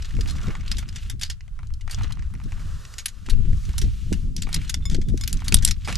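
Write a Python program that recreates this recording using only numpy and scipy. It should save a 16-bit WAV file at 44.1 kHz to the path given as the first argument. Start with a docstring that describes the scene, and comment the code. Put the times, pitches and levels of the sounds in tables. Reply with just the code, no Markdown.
"""Unpacking a tent in the cold wind

Stiff nylon slides, crackles and snaps: coloured friction noise, tiny clicks and ragged noise bursts.
Aluminium pole sections knock as bursts too, and now and then ring freely as decaying bending modes.
Wind buffets the two microphone ports and lays a lumpy rumble of drifting noise and dull pops underneath."""
import sys
import numpy as np
from scipy import signal
from scipy.fft import rfft, irfft
from scipy.io import wavfile
from scipy.ndimage import uniform_filter1d

SR = 44100
rng = np.random.default_rng(int(sys.argv[2]) if len(sys.argv) > 2 else 0)


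def output_pcm(signal):
    """Save a mono or channel-first signal as 16-bit PCM at the path in sys.argv[1].

    Samples are clipped to [-1, 1] before scaling.
    """
    pcm = np.clip(np.atleast_2d(signal).T, -1, 1) * 32767
    wavfile.write(sys.argv[1], SR, np.round(pcm).astype(np.int16))


def volts(x):
    """Linear amplitude factor 10**(x/20) for a level x in dB, scalar or array-like."""
    e = np.asarray(x, float) / 20
    return 10 ** e


N = 263673


def rms_one(x):
    """Scale to rms 1."""
    return x / np.sqrt(np.mean(x ** 2) + 1e-20)


def in_time(rows):
    """Columns of a curve table after its times, one value per sample."""
    s, *columns = np.transpose(rows)
    return [np.interp(np.arange(N) / SR, s, column) for column in columns]


def sides(pan_db):
    """Left and right gains for a level difference, positive to the left."""
    return volts(np.array([pan_db / 2, -pan_db / 2]))


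def band(x, low_hz, high_hz):
    """Butterworth band-pass."""
    edges_hz = [low_hz, min(high_hz, .45 * SR)]
    return signal.sosfilt(signal.butter(2, edges_hz, "band", fs=SR, output="sos"), x)


def colour(x, spectrum):
    """Give a steady noise its spectrum and rms 1."""
    hz = np.maximum(np.arange(N // 2 + 1) * SR / N, 1)
    point_hz, point_db = np.transpose(spectrum)
    gain_db = np.interp(np.log(hz), np.log(point_hz), point_db, left=-80, right=-80)
    return rms_one(irfft(rfft(x) * volts(gain_db), N))


def drift(corner_hz):
    """Slow chance with spread 1: noise through two equal one-pole low-passes."""
    step = 40   # samples between computed points
    r = np.exp(-2 * np.pi * corner_hz * step / SR)
    white = rng.standard_normal(N // step + 2002)
    slow = signal.lfilter([1], [1, -2 * r, r * r], white)[2000:]    # skip the filter's start
    return np.interp(np.arange(N) / step, np.arange(len(slow)), rms_one(slow))


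def pair(alike):
    """Two noises that share a part: 0 unrelated, 1 identical."""
    mid, side = rng.standard_normal((2, N))
    alike = np.clip(alike, 0, 1)
    return np.sqrt(1 + alike) * mid + np.sqrt(1 - alike) * side * [[1], [-1]]


def ring(x, hz, t60_s):
    """Two-pole resonator: a unit click sets a sine of about height 1 ringing."""
    r = volts(-60 / (t60_s * SR))
    w = 2 * np.pi * hz / SR
    return signal.lfilter([0, np.sin(w)], [1, -2 * r * np.cos(w), r * r], x + 1e-18)


def late_left(x, lag_ms=0.5):
    """Eddies drift past the right port first, so the left channel is delayed."""
    n = np.arange(N)
    return np.array([np.interp(n - lag_ms * SR / 1000, n, x[0]), x[1]])


# wind on the ports before buffets and chance swings: start_s, rumble_db, sharpness_db (upper over rumble)
WIND = [(0, -28, -30.5), (.3, -23.5, -15), (.75, -30.5, -19.5), (1.2, -29.5, -20), (1.42, -35, -32.5),
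        (1.6, -30, -28.5), (2.1, -27, -21.5), (2.4, -31.5, -20), (2.72, -27.5, -22.5), (2.85, -36, -22),
        (3.12, -41.5, -19), (3.27, -38, -17.5), (3.4, -23, -21), (3.9, -25, -22.5), (4.3, -24, -11),
        (4.75, -26.5, -16.5), (5.05, -24.5, -14.5), (5.45, -25.5, -16.5), (5.65, -18.5, -17.5),
        (5.8, -28.5, -25.5), (5.98, -24, -11)]
# colour of the deep rumble: pitch_hz, density_db (dB per Hz)
WIND_LOW = [(15, 10.5), (30, 1), (60, 0), (100, -6), (150, -17.5), (220, -33.5)]
# colour of the upper rumble: pitch_hz, density_db (dB per Hz)
WIND_HIGH = [(80, -9.5), (150, 4), (220, -2), (320, -15), (500, -29), (800, -38.5)]
# buffets that swell or sink: middle_s, upper_lift_db, length_s (between the 1/e points of the dB curve)
BUFFETS = [(0.172, 16, 0.084), (.37, 7, .05), (.485, 11, 0.054), (0.772, 10, 0.16), (1.147, 13, 0.023),
           (1.727, 12.5, 0.023), (2.009, 11, 0.078), (2.191, 8.5, 0.063), (2.35, 15, 0.028),
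           (2.463, 17.5, 0.05), (2.64, 5, 0.087), (3.323, 19.5, 0.13), (3.509, 10, .08), (3.69, 16.5, 0.04),
           (3.853, 18.5, 0.096), (4.127, 12, 0.062), (4.49, -10, 0.031), (4.581, 11.5, .05),
           (4.915, 11, 0.07), (4.976, 11, 0.067), (5.118, 12, 0.072), (5.357, 12, 0.05), (5.545, 16, 0.077),
           (5.681, 10, .07), (5.877, 3.5, 0.047)]


def wind():
    """Eddies push on the ports; the small sharp ones come in lumps and hit the right port harder."""
    rumble_db, sharp_db = in_time(WIND)
    t = np.arange(N) / SR
    lift_db = sum(db * np.exp(-(2 * (t - s) / length) ** 2) for s, db, length in BUFFETS)
    gust_db = 1.5 * drift(8.0)
    veer_db = 1.8 + 2.5 * drift(8.0)    # both rumbles wander about a lean to the left
    low = colour(pair(0.55) * volts(1.67 * drift(25)), WIND_LOW)
    low = low * volts(0.49 * lift_db)     # the deep rumble takes about half of each buffet
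    lumps = volts(2.2 * drift(30) + [1.5 * drift(30), 1.5 * drift(30)])   # shared, then per port
    high = late_left(colour(pair(0.74) * lumps, WIND_HIGH))
    high = high * sides(pan_db=-7.0)[:, None]
    high = high * volts(sharp_db + lift_db + 1.5 * drift(9.5))
    rumble = volts(rumble_db + gust_db) * sides(veer_db) * (low + high)
    return rumble + late_left(pops())


def grains(per_s, spread_db, low_hz, high_hz, count=8):
    """Creases let go in clumps of tiny unequal clicks, each dying within a cycle of one of a few pitches."""
    sizes = volts(spread_db * np.minimum(rng.exponential(1, N), 4)) * rng.choice([-1, 1], N)
    chance = per_s * volts(5.0 * drift(25)) / SR      # clumping swings the rate
    clicks = sizes * (rng.random(N) < chance)
    dealt = rng.integers(0, count, N)
    out = np.zeros(N)
    for k, hz in enumerate(np.geomspace(low_hz, high_hz, count)):
        out += rms_one(ring(clicks * (dealt == k), hz, 0.64 / hz)) * np.sqrt(hz)
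    return rms_one(out)


# sliding cloth, rms levels ahead of the ports: start_s, swish_db (dull), rasp_db (middle), hiss_db (bright)
SLIDE = [(0, -56, -49.5, -55.5), (.2, -57, -60, -54.5), (.42, -50, -55, -56), (.52, -46.5, -51, -53.5),
         (.62, -59, -60, -63.5), (.75, -58, -47, -51), (.9, -60, -61, -65), (1.03, -63, -52, -52.5),
         (1.15, -71, -72, -70), (1.4, -72, -73.5, -77), (1.85, -72, -74, -72), (1.93, -56, -51.5, -57),
         (2.05, -51, -50, -59), (2.18, -65.5, -69, -72), (2.43, -62.5, -65.5, -63),
         (2.7, -52.5, -55, -54.5), (2.93, -55, -59, -54), (3.1, -62, -63.5, -62), (3.45, -63, -57, -61.5),
         (3.62, -59.5, -58.5, -53), (3.72, -57, -55, -55), (3.87, -64, -52.5, -55.5),
         (4.19, -64.5, -56.5, -56.5), (4.4, -74.5, -72.5, -69.5), (4.55, -56.5, -47, -50),
         (4.62, -61, -51, -53), (4.8, -67, -64.5, -64), (5.05, -73, -71, -67), (5.22, -66, -59, -55.5),
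         (5.45, -59.5, -57.5, -61), (5.56, -57.5, -58, -62), (5.75, -71.5, -64, -62.5),
         (5.98, -48, -41.5, -48.5)]
# how far the cloth crumples rather than glides: start_s, crumple (0-1)
CRUMPLE = [(0, .8), (.6, 1), (1.1, .9), (2.1, .9), (2.55, .9), (2.65, .25), (3.5, .3), (3.7, .6),
           (3.85, .15), (4.35, .15), (4.5, .9), (5.98, .9)]
# colour of the dull part: pitch_hz, density_db (dB per Hz)
SWISH = [(350, -4), (650, -6), (900, -10), (1150, 2), (1500, 0), (1900, -5), (2600, -35)]
# colour of the middle part: pitch_hz, density_db (dB per Hz)
RASP = [(1300, -9.5), (2000, -3.5), (2800, 3), (3500, -0.5), (4500, -3.5)]
# colour of the bright part: pitch_hz, density_db (dB per Hz)
HISS = [(2000, -40), (3500, 4), (5000, 8), (7500, 5.5), (9000, 0.5), (12000, -3.5), (14500, -9)]


def cloth():
    """Smooth friction noise with crackle in it, in a dull, a middle and a bright part."""
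    swish_db, rasp_db, hiss_db = in_time(SLIDE)
    crumple, = in_time(CRUMPLE)
    flutter = volts(2.8 * crumple * drift(21))
    coarse = crumple * grains(500.0, 4.0, low_hz=600, high_hz=4000)
    fine = crumple * grains(800.0, 3.2, low_hz=2500, high_hz=12000)
    swish = colour(pair(1.0) * flutter + volts(-6) * coarse, SWISH)
    rasp = colour(pair(1.0) * flutter + volts(0.5) * coarse, RASP)
    hiss = colour(pair(1.0) * flutter + volts(-5.0) * fine, HISS)
    return volts(swish_db) * swish + volts(rasp_db) * rasp + volts(hiss_db) * hiss


def ticks(count=120):
    """Small dull ticks by chance, as rows like SNAPS: crowded in strong crumpling swish, louder with it."""
    swish_db = in_time(SLIDE)[0]
    when, size, pitch, length = rng.random((count, 4)).T
    share = np.cumsum(in_time(CRUMPLE)[0] ** 2 * volts(0.65 * swish_db))
    at = np.minimum(np.searchsorted(share / share[-1], when), N - 1)
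    peak_db = swish_db[at] + 10 - 4 * np.log(np.maximum(size, .05))
    patch_hz = 1080 * 2 ** (2.0 * pitch ** 2)       # up to two octaves above 1080 Hz
    top_db = np.full(count, -16.5)
    t60_ms = 12 * 6.6 ** (2 * length - 1)
    return np.transpose([at / SR, peak_db, patch_hz, top_db, t60_ms])


# snaps of cloth and knocks of held poles, ahead of echoes and ports:
# start_s, peak_db (nominal), patch_hz (resounding patch), top_db (over the middle part), t60_ms (nominal)
SNAPS = [(.0215, -32.5, 3180, -17, 30), (.0456, -36, 4900, -24, 23), (.0536, -35.5, 4500, -10, 17),
         (.1664, -36.5, 2220, -12, 28), (.1883, -38, 1380, -10, 34), (.2078, -26.5, 4900, -10, 31),
         (.2723, -35.5, 4380, -6, 110), (.2846, -33.5, 3320, -19, 37), (.2927, -30.5, 4140, -12, 98),
         (.307, -31, 4300, -3.5, 28), (.3604, -40, 3070, -27, 5.9), (.3787, -53, 1360, -9, 9),
         (.42, -43, 1140, -14, 15), (.4345, -48, 1190, -20, 19), (.4759, -42, 1180, -17, 18),
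         (.483, -38, 1410, -18, 6.4), (.5141, -42, 1210, -18, 7.7), (.5515, -28.5, 1380, -28, 8.7),
         (.597, -46, 1420, -15, 11), (.662, -42, 3540, -25, 27), (.6782, -29, 4780, -19, 13),
         (.7138, -18, 5170, -10, 35), (.7688, -29, 3900, -14, 16), (.782, -26.5, 3540, -6, 59),
         (.8254, -37.5, 1300, -13, 43), (.8871, -34, 5070, -9, 32), (.9576, -30.5, 3600, -14, 62),
         (.9256, -41, 3470, -21, 34), (.9798, -38, 2760, -26, 110), (1.0303, -52, 2950, -16, 63),
         (1.0976, -25, 3700, -2.5, 31), (1.107, -38, 3700, -12, 71), (1.1938, -41.5, 5100, -1, 40),
         (1.2108, -27.5, 3730, -7, 49), (1.221, -27, 5300, -16, 47), (1.2322, -18.5, 4540, -9, 25),
         (1.2446, -32.5, 4970, -11, 118), (1.2989, -24.5, 3500, -11, 23), (1.3067, -33.5, 5070, -12, 75),
         (1.407, -39.5, 2440, -31, 10), (1.4783, -48, 1500, -9, 11), (1.5903, -37.5, 1070, -9, 1.4),
         (1.608, -51, 1220, -11, 10), (1.6308, -39.5, 1300, -11, 4), (1.67, -46.5, 6650, -11, 12),
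         (1.7043, -47, 1230, -6, 6.2), (1.7375, -37, 5300, -6, 16), (1.8086, -41, 2820, -14, 41),
         (1.8771, -31, 1340, -11, 8.9), (1.8962, -33, 1910, -10, 25), (1.907, -27.5, 4750, -1, 112),
         (1.9287, -37, 2780, -17, 53), (1.945, -25, 3540, -21, 13), (1.984, -41, 1270, -9.5, 22),
         (2.0194, -43.5, 4240, -2, 22), (2.0428, -42, 1210, -10, 43), (2.1085, -33, 1330, -15, 11),
         (2.122, -30.5, 4180, -9, 23.5), (2.171, -38.5, 1180, -10, 6.9), (2.1927, -41.5, 1960, -26, 12),
         (2.223, -38.5, 1780, -26, 9.2), (2.3371, -40, 1360, 1, 26), (2.3513, -40, 1940, -16, 5.6),
         (2.4003, -38, 990, -22, 8.2), (2.4376, -44, 5600, -2, 30), (2.5204, -33.5, 1720, -12, 7.5),
         (2.5762, -44, 1110, -16, 19), (2.5943, -45, 1700, -8, 22), (2.85, -36.5, 2740, -16, 20),
         (2.9381, -36, 2830, -11, 18), (2.9817, -25, 6600, -6.5, 33), (2.9914, -31.5, 6540, -13, 75),
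         (3.0568, -15.5, 10700, -3.5, 28), (3.0813, -30.5, 6600, -4, 56), (3.261, -37.5, 2720, -11, 40),
         (3.2871, -30.5, 1300, -22, 2.8), (3.2955, -25, 4460, -4.5, 67), (3.3356, -40.5, 1690, -17, 25),
         (3.5302, -39.5, 1900, -7, 10), (3.6507, -37, 6010, -10, 30), (3.6906, -39, 1810, -5.5, 21),
         (3.7799, -20, 5800, 2, 38), (3.8132, -26, 5650, -6, 57), (3.8393, -41, 4350, -11, 61),
         (4.125, -24, 2770, -8, 66), (4.3641, -22.5, 5800, -5, 12), (4.3747, -35.5, 5730, -14, 124),
         (4.4201, -23, 7030, -7, 22.4), (4.4291, -30.5, 4750, -8.5, 70), (4.468, -34.5, 1260, -16, 26),
         (4.488, -34.5, 1310, 0, 47), (4.528, -23, 4260, -9, 13), (4.5417, -15, 5320, 2, 35),
         (4.5594, -24.5, 4140, -16, 33), (4.6157, -34.5, 2240, -10, 26), (4.6477, -38.5, 4290, -16, 20),
         (4.6738, -37, 4220, -14, 97), (4.6936, -20, 6470, -4, 46), (4.7167, -50, 3230, 0, 15),
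         (4.7413, -16, 3550, -11.5, 24.7), (4.8551, -33, 5330, -7, 16), (4.898, -28, 6340, -10, 25),
         (4.9073, -35, 3640, -15, 180), (4.9447, -24.5, 3210, -14.5, 29), (4.965, -38, 3600, -21, 20),
         (5.0141, -36, 3470, -17, 36), (5.0834, -38.5, 3800, -7.5, 78), (5.1738, -30.5, 6040, -6.5, 27),
         (5.21, -28, 6400, -5, 23), (5.2351, -23.5, 5150, -9, 29), (5.2756, -18.5, 11900, -10, 22),
         (5.2916, -37, 5840, -4, 82), (5.3278, -18.5, 7080, 1, 18), (5.3394, -36, 9350, -2, 24),
         (5.37, -34.5, 6220, -14, 15), (5.4018, -38, 3920, -11, 31), (5.42, -31, 1140, -22, 4.1),
         (5.4415, -36.5, 3790, -2, 140), (5.4808, -17, 4700, -2.5, 27), (5.5227, -13, 2560, -9, 12),
         (5.5421, 0, 9650, 3, 13.6), (5.5676, -25.5, 4110, -21, 17), (5.5858, -28, 3800, -18, 22),
         (5.622, -27.5, 3360, -8, 85), (5.6481, -3, 7430, 5.5, 11), (5.6607, -25.5, 3360, -21.5, 52),
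         (5.6742, -16.5, 5700, -2, 28), (5.6827, -21, 3440, -9.5, 65), (5.7091, -16, 5340, -5.5, 33),
         (5.8442, -33, 5000, -12, 160), (5.875, -23, 1000, 0, 6.8), (5.8776, -24, 720, -10.5, 200),
         (5.9248, -23, 2550, -8, 18), (5.9547, -19, 4770, -12, 23), (5.9733, -22.5, 4020, -9, 57)]
# edges of the four parts of a snap, bottom to top: low_hz, high_hz
SNAP_BANDS_HZ = [(500, 1640), (1200, 2610), (2500, 7160), (7500, 11860)]
# low part of a snap by its patch, ahead of the loss in short stiff snaps: patch_hz, low_db (over the middle)
SNAP_LOW = [(750, 4), (1100, 12.5), (2000, 0), (3200, -9), (9000, -6)]


def snaps(size=2560):
    """A ragged burst of cracks that swells and dies; the shaken patch resounds, a faint rattle trails."""
    s, peak_db, patch_hz, top_db, t60_ms = np.vstack([SNAPS, ticks()]).T[:, :, None]
    table_hz, table_db = np.transpose(SNAP_LOW)
    low_db = np.interp(np.log(patch_hz), np.log(table_hz), table_db)
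    # above 3 kHz short snaps lose 17.5 dB more per halving under 30 ms
    low_db = low_db + 17.5 * (patch_hz > 3000) * np.minimum(np.log2(t60_ms / 30), 0)

    t_ms = np.arange(size) / SR * 1000
    white, ragged = rng.standard_normal((len(s), 2, size)).transpose(1, 0, 2)
    rise_ms = 0.34 + 0.031 * t60_ms     # long snaps also swell more slowly
    swell = np.minimum(t_ms / rise_ms, 1) ** 1.3
    dying_ms = np.maximum(t_ms - rise_ms, 0)
    decay = volts(-60 * (dying_ms / t60_ms) ** 0.98)
    rattle = volts(-22.5 - 60 * (dying_ms / 70) ** 1.2)   # the faint, longer tail
    push = white * np.abs(ragged) ** 1.49 * swell * (decay + rattle)

    parts = np.array([band(band(push, *edges_hz), *edges_hz) for edges_hz in SNAP_BANDS_HZ])
    bottom, low, middle, top = parts / parts.std(axis=2, keepdims=True)
    depth_db = 0.94 * np.minimum(low_db, 8) - 13    # the duller the snap, the further down it reaches
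    broad = volts(low_db) * (low + volts(depth_db) * bottom) + middle + volts(top_db) * top

    patch_t60_s = .009
    overtones = 1.304 + 0.79 * rng.random((len(s), 2))      # two per patch, as pitch ratios
    patch = []
    for x, hz, ratios in zip(push, patch_hz[:, 0], overtones):
        upper = sum(0.08 * ring(x, min(hz * ratio, 13000), patch_t60_s) for ratio in ratios)
        patch.append(rms_one(ring(x, hz, patch_t60_s) + upper))
    snap = broad + volts(-4.0) * broad.std(axis=1, keepdims=True) * patch

    # height of a sine as strong as the loudest 1.5 ms
    height = np.sqrt(2 * uniform_filter1d(snap ** 2, size=66).max(axis=1, keepdims=True))
    out = np.zeros(N + size)
    for at, one in zip(np.round(s[:, 0] * SR).astype(int), volts(peak_db) * snap / height):
        out[at:at + size] += one
    return out[:N]


# single eddies that burst on the ports: start_s, peak_db (ahead of panning), t60_s (held within .01-.2)
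POPS = [(0.184, -28, 0.13), (0.48, -28, 0.097), (2.039, -35.5, 0.036), (3.28, -32.5, 0.062),
        (3.329, -34, 0.032), (3.447, -35, 0.092), (3.498, -41, .025), (3.817, -30.5, 0.25),
        (4.062, -44, 0.065), (4.116, -17.5, 0.042), (4.47, -34, .067), (4.945, -25, 0.044),
        (4.982, -21.5, 0.03), (5.093, -38, .05), (5.117, -30, 0.024), (5.14, -20, 0.035),
        (5.518, -24.5, 0.14), (5.88, -32.5, 0.034)]


def pops(size=2048):
    """A short dull puff of pressure, partly different at each port and stronger on the right."""
    out, t = np.zeros((2, N + size)), np.arange(size) / SR
    noises = rng.standard_normal((len(POPS), 2, size))
    for (s, peak_db, t60_s), (mid, side) in zip(POPS, noises):
        shape = np.minimum(t / 0.00043, 1) * volts(-60 * t / np.clip(t60_s, .01, .2))
        burst = (mid + 0.39 * side * [[1], [-1]]) * shape
        puff = band(band(burst, 182, 430), 177.6, 470)
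        at = round(s * SR)
        out[:, at:at + size] += volts(peak_db) * sides(pan_db=-6.5)[:, None] * puff / np.abs(puff).max()
    return out[:, :N]


# touches of a loose pole section, ahead of mode levels, echoes and ports:
# start_s, strike_db, favoured_hz (freest mode), slope_db (others weaker, dB per octave)
PINGS = [(4.8234, -39, 3420, 45), (4.8545, -27.5, 3900, 5), (4.912, -50, 3531, 22),
         (5.0529, -50.5, 3531, 33.5), (5.068, -55, 3531, 30), (5.2121, -35, 5152, 2)]
# bending modes of a pole section: pitch_hz, level_db (added to the strike), t60_s
POLE = [(1124, -12, .12), (2175, -6, .09), (3532, -5, .09), (5150, 0, .085), (6995, -1, .09),
        (9120, -11, .09), (11430, -16, .09), (12570, -20, .07)]


def pole():
    """Each touch strikes the bending modes of the tube; where it is held decides which ones sound."""
    s, strike_db, favoured_hz, slope_db = np.transpose(PINGS)
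    out = np.zeros(N)
    for hz, level_db, t60_s in POLE:
        held_db = slope_db * np.abs(np.log2(hz / favoured_hz))
        clicks = np.zeros(N)
        clicks[np.round(s * SR).astype(int)] = volts(strike_db + level_db - held_db)
        out += ring(clicks, hz, t60_s)
    return out


# echoes of snaps and poles: delay_s (left; the right is 1.3 times later), level_db
GROUND_ECHOES = [(.0045, -10), (0.01, -21), (0.024, -20)]


def ground(x):
    """A few dull echoes off the ground and the spread cloth, later on the right."""
    dull, out = band(x, 1290, 4500), np.array([x, x])
    for delay_s, level_db in GROUND_ECHOES:
        for side, lag in enumerate([round(delay_s * SR), round(1.3 * delay_s * SR)]):
            out[side, lag:] += volts(level_db) * dull[:-lag]
    return out


# how the left port hears airborne sound against the right: pitch_hz, louder_db, lead_rad
# (half of the level goes to each port; the lead is applied half forward, half back)
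PORTS = [(500, -1, -0.36), (1220, -1, 0.4), (2500, -0.5, 0.45), (5500, 0, -0.42), (8500, 1, -0.37),
         (10600, 2.5, -0.44), (12100, 4.5, -1.2), (13200, 6, 1.5)]


def ports(x):
    """The housing shades the two ports differently with pitch, in level and phase."""
    at_hz, louder_db, lead_rad = np.transpose(PORTS)
    hz = np.arange(N // 2 + 1) * SR / N
    half = volts(np.interp(hz, at_hz, louder_db) / 2) * np.exp(.5j * np.interp(hz, at_hz, lead_rad))
    return irfft(rfft(x) * [half, 1 / half], N)


def scene():
    """Cloth and poles a few steps away, wind at the microphone."""
    struck = ground(snaps() + pole())
    return ports(struck + cloth()) + wind()


def band_limit(x):
    """A steep low-pass at the top of the band."""
    return signal.sosfilt(signal.butter(12, 15180, fs=SR, output="sos"), x)


def record(dry):
    """Microphone self-noise, a treble roll-off and hard overload at full scale."""
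    hiss = volts(-66) * band(rng.standard_normal(dry.shape), 740, 9600)
    x = signal.sosfilt(signal.butter(8, 13800, fs=SR, output="sos"), dry + hiss)
    return band_limit(np.clip(x, -1, 1))


dry = scene()
out = record(dry)
output_pcm(out)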